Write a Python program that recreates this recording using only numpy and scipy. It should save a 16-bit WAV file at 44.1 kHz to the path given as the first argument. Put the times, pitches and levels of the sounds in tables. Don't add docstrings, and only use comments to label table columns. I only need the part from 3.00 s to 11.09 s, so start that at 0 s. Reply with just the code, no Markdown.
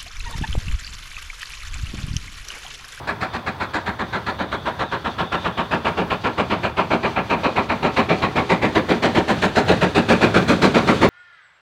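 import sys
import numpy as np
from scipy import signal
from scipy.fft import rfft, irfft, next_fast_len
from scipy.io import wavfile
from scipy.ndimage import uniform_filter1d

SR = 44100
rng = np.random.default_rng(int(sys.argv[2]) if len(sys.argv) > 2 else 0)


def persist_wave(psi):
    counts = np.round(np.clip(psi, -1, 1) * 32767).astype(np.int16)
    wavfile.write(sys.argv[1], SR, np.atleast_2d(counts).T)


N = 356769
TIME = np.arange(N) / SR
SIZE = 16384
BEAT_HZ = np.arange(SIZE // 2 + 1) * SR / SIZE


def undb(db):
    return 10 ** (np.asarray(db) / 20)


def at(s, table):
    return np.interp(s, *np.transpose(table))


def on_log(hz, points_hz, values):
    return np.interp(np.log(np.maximum(hz, 1)), np.log(points_hz), values)


def causal(db):
    cepstrum = irfft(db * np.log(10) / 20)
    cepstrum[1:SIZE // 2] *= 2
    cepstrum[SIZE // 2 + 1:] = 0
    return np.exp(rfft(cepstrum))


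def walk(rate, n):
    hold = max(int(SR / rate), 1)
    steps = np.repeat(rng.standard_normal(n // hold + 1), hold)
    return np.sqrt(3 / 2) * uniform_filter1d(steps, hold)[:n]


def noise(points_hz, db):
    n = next_fast_len(N)
    hz = np.arange(n // 2 + 1) * SR / n
    gain = undb(on_log(hz, points_hz, db))
    return irfft(rfft(rng.standard_normal(n)) * gain, n)[:N]


def add(track, start_s, sound):
    i = max(int(start_s * SR), 0)
    track[i:i + len(sound)] += sound[:N - i]


START_M, SPEED_M_S = 113.4, 10.3


def distance(s):
    return START_M - SPEED_M_S * s


def nearness(near_m):
    return np.log(START_M / distance(TIME)) / np.log(START_M / near_m)


TURN_S, SLOWING_PER_S = .52684, .00057
# (t/s into the turn, level/dB, bass level/dB, treble level/dB, length as a share of the usual)
VALVE_BEATS = [(.0746, -0.67, -1.25, -1.7, 1), (.2106, 0, -1.5, -1.5, 1), (.3344, -0.96, -1.05, -2.8, 1),
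               (.4643, -0.85, -2.3, -2.8, .87)]
# (t/s, extra level/dB, extra treble level/dB)
BEAT_ACCENTS = [(.33, -2, 2), (.74, 1, 2.5), (1.26, 0, 1), (1.52, -0.5, 2), (3.63, -0.6, 1.5),
                (3.77, 0.5, -2), (4.16, 0.5, -10), (4.44, 0.3, -0.5), (4.97, 0.5, 2), (5.5, 0.9, 1),
                (6.03, 0.4, 1), (6.27, -1, 1.5), (7.48, -0.5, 2), (7.62, 0, 2.5)]


def strokes(level_db=0.28, bass_db=1.0, treble_db=0.15, stretch=0.041):
    turns = int(N / SR / TURN_S) + 1
    rows = np.tile(VALVE_BEATS, (turns, 1))
    steady_s = rows[:, 0] + TURN_S * np.repeat(np.arange(turns), len(VALVE_BEATS))
    slowed_s = steady_s * (1 + SLOWING_PER_S * steady_s)
    chance = rng.standard_normal((len(rows), 4)) * [level_db, bass_db, treble_db, stretch]
    rows = np.column_stack([slowed_s, rows[:, 1:] + chance])
    for s, extra_db, extra_treble_db in BEAT_ACCENTS:
        nearest = np.argmin(abs(rows[:, 0] - s))
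        rows[nearest] += [0, extra_db, 0, extra_treble_db, 0]
    return rows[rows[:, 0] < N / SR]


# (t/ms after the valve opens, level/dB at 250 Hz, level/dB at 1.5 kHz, level/dB at 5 kHz)
PUFF_SHAPE = [(-9, -38, -38, -42), (-2.5, -4, -14.5, -7.5), (2.5, -12, -4, 1.5), (6.5, -5.5, -3.5, 2.5),
              (20, 2, 1.5, 1.5), (32.5, 0.5, -3.5, 2), (44, -1.5, -5.5, -6.5), (67.5, -9.5, -16, -12.5),
              (97.5, -18.5, -24.5, -21), (163, -48, -50, -48)]


def jet(ms, front, repeat=0.33, repeat_hz=1000, eddy_db=1.0, eddy_rate=400):
    puff_ms, *shapes = np.transpose(PUFF_SHAPE)
    same = repeat / (1 + (BEAT_HZ / repeat_hz) ** 2)
    eddies = undb(eddy_db * walk(eddy_rate, SIZE))
    turbulence = rfft(rng.standard_normal(SIZE) * eddies)
    flow = irfft(np.sqrt(same) * front + np.sqrt(1 - same) * turbulence)
    burst = 0
    for shape, register in zip(shapes, np.eye(3)):
        swell = undb(np.interp(ms, puff_ms, shape, left=-200, right=-200))
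        burst = burst + rfft(flow * swell) * on_log(BEAT_HZ, [250, 1500, 5000], register)
    return burst


def thump(ms, centre_ms=10, width_ms=3, echo_ms=28, echo_db=-10):
    def push_pull_push(x):
        return (x ** 2 - 1) * np.exp(-x ** 2 / 2)

    direct = push_pull_push((ms - centre_ms) / width_ms)
    echo = push_pull_push((ms - centre_ms - echo_ms) / width_ms)
    return direct + undb(echo_db) * echo


def own_colour(hz):
    points_hz, spread_db = np.geomspace(600, 12000, 36), 1.5
    humps_db = spread_db * rng.standard_normal(len(points_hz) - 2)
    return on_log(hz, points_hz, np.pad(humps_db, 1))


# (t/s, f/Hz)
GROUND_DIP = [(0, 3300), (1, 2740), (2, 2307), (3, 1960), (4, 1770), (5, 1617), (6, 1293), (8.1, 780)]


def ground(hz, s, far_bounce=0.46, near_bounce=0.21, damp_hz=7500):
    dip_hz = at(s, GROUND_DIP)
    bounce = near_bounce + (far_bounce - near_bounce) * distance(s) / START_M
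    return 20 * np.log10(abs(1 - bounce * np.exp(-(hz / damp_hz) ** 2 - 2j * np.pi * hz / dip_hz)))


BLAST_M, LENGTH_PER_S = 50, 0.029
# (f/Hz, relative level/dB)
BLAST_COLOUR = [(35, -38), (77, -6.5), (138, -8.5), (218, -5), (465, -8.5), (924, -8.5), (1275, -10.5),
                (1916, -13), (2500, -16), (3030, -20), (4170, -22), (5230, -33.7), (7270, -37.5),
                (14600, -60)]
# (f/Hz, width/Hz, lift/dB)
CHIMNEY_RINGS = [(173.2, 30.6, 7.5), (194.4, 35, 3.5), (232.2, 25, 6), (317, 31, 4), (376, 88, 3.5),
                 (408.5, 24, 4.5), (520.5, 26, 3), (554, 105, 2.5), (642, 72, 2.5), (759.5, 18.5, 5.5),
                 (924, 56, 5), (1108, 220, 3), (1366, 73, 4.5), (1680, 255, 4.5), (2437, 280, 3.5)]
# (t/s, level/dB)
JET_LEVEL = [(0, -0.5), (1.5, -1.5), (3, 0.96), (5.3, 0.36), (6.1, -1.15), (7.1, -1), (8.1, -3.5)]
# (t/s, level/dB)
JET_BASS = [(0, 0.2), (2, 0.5), (4.3, .3), (5.3, 2), (6.2, 4.5), (7, 1.3), (8.1, 3.5)]
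# (t/s, level/dB)
JET_TREBLE = [(0, 0.5), (1.3, -4), (2.5, -4.5), (4.2, -9), (5.3, -5), (6.3, 3), (8.1, 2)]


def exhaust(jet_db=2.5, thump_db=-29.0, thump_growth_db_per_s=0.95, renew=0.25):
    lead_s = .03
    ms = (np.arange(SIZE) / SR - lead_s) * 1000
    blast_db = on_log(BEAT_HZ, *np.transpose(BLAST_COLOUR))
    rings_db = sum(db / (1 + ((BEAT_HZ - centre) / (width / 2)) ** 2) for centre, width, db in CHIMNEY_RINGS)
    front = rfft(rng.standard_normal(SIZE))
    out = np.zeros(N)
    for s, db, bass_db, treble_db, length in strokes():
        front = np.sqrt(1 - renew) * front + np.sqrt(renew) * rfft(rng.standard_normal(SIZE))
        shelves_db = [bass_db + at(s, JET_BASS), 0, 0, treble_db + at(s, JET_TREBLE)]
        colour_db = blast_db + on_log(BEAT_HZ, [450, 1000, 3000, 7000], shelves_db)
        colour_db = colour_db + own_colour(BEAT_HZ) + rings_db + ground(BEAT_HZ, s)
        stretched_ms = ms / (length + LENGTH_PER_S * s)
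        burst = irfft(jet(stretched_ms, front) * causal(colour_db))
        jet_gain = undb(jet_db + at(s, JET_LEVEL)) * BLAST_M / distance(s)
        thump_gain = undb(thump_db + thump_growth_db_per_s * s)
        add(out, s - lead_s, undb(db) * (jet_gain * burst + thump_gain * thump(ms)))
    return out


def trees(x, t60_s=1.0, buildup_s=0.018, wet_db=-17, damp_hz=1900):
    age = TIME[:SR]
    fade = np.exp(-np.log(1000) * age / t60_s)
    tail = rng.standard_normal(SR) * fade * np.minimum(age / buildup_s, 1) ** 2
    dull = signal.butter(2, damp_hz, fs=SR, output="sos")
    tail = signal.sosfilt(dull, tail / np.linalg.norm(tail))
    return signal.fftconvolve(x, tail)[:N] * undb(wet_db)


def approaching(spectra, near):
    hz, far_db, near_db = np.transpose(spectra)
    rise_db = np.median(near_db - far_db)
    share = np.clip(near, 0, 1)
    far = np.sqrt(1 - share) * noise(hz, far_db)
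    close = np.sqrt(share) * noise(hz, near_db - rise_db)
    return (far + close) * undb(rise_db * near)


# (f/Hz, far level/dB, near level/dB)
WHEEL_COLOUR = [(26, -66, -62), (44, -41, -25), (69.5, -17, -12), (120, -16.5, -5.5), (196, -29, -10),
                (490, -30.5, -19), (980, -25.5, -22.5), (1860, -36.5, -25.5), (5000, -63, -59)]
# (t/s, level/dB)
WHEEL_LEVEL = [(0, 0.5), (2.3, -1.5), (3.4, -1.7), (5.5, -2), (6.2, -1.5), (7, -3), (8.1, -2)]


def rolling_wheels(near_m=43.8, jolt_db=2.0):
    level_db = at(TIME, WHEEL_LEVEL) + jolt_db * walk(16, N)
    return approaching(WHEEL_COLOUR, nearness(near_m)) * undb(level_db)


# (f/Hz, far level/dB, near level/dB), before the leak's overall level
LEAK_COLOUR = [(1000, -57, -53), (2530, -45.5, -26), (3300, -40, -28.5), (4000, -46.5, -28.5),
               (4430, -43.5, -30.5), (5670, -55, -40), (5870, -49.5, -36), (7200, -67, -41),
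               (10100, -74, -50.5), (15000, -82, -70)]


def steam_leak(near_m=28, level_db=1.0, flutter_db=2.0):
    return approaching(LEAK_COLOUR, nearness(near_m)) * undb(level_db + flutter_db * walk(29, N))


# (t/s, level/dB)
SINGING_LEVEL = [(0, -55), (1, -52), (2.4, -45.5), (3.3, -55), (5.5, -52), (6.3, -47), (8.1, -42.5)]


def singing_leak(centre_hz=3540):
    breath_rate, waver_hz, flutter_db = 520, 70, 2.5
    phase = 2 * np.pi * np.cumsum(centre_hz + waver_hz * walk(25, N)) / SR
    tone = walk(breath_rate, N) * np.cos(phase) + walk(breath_rate, N) * np.sin(phase)
    return tone * undb(at(TIME, SINGING_LEVEL) + flutter_db * walk(22.44, N))


def scene():
    beats = exhaust()
    return (beats + trees(beats) + rolling_wheels() + steam_leak() + singing_leak())[None]


def record(dry, low_cut_hz=38, hiss_db=-66, top_hz=15750):
    low_cut = signal.butter(4, low_cut_hz, "high", fs=SR, output="sos")
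    sound = signal.sosfilt(low_cut, dry)
    hiss = undb(hiss_db) * rng.standard_normal(dry.shape)
    rounded = sound / (1 + (sound / .97) ** 6) ** (1 / 6)
    top_cut = signal.ellip(10, .1, 80, top_hz, fs=SR, output="sos")
    return signal.sosfilt(top_cut, rounded + hiss)


dry = scene()
out = record(dry)
persist_wave(out)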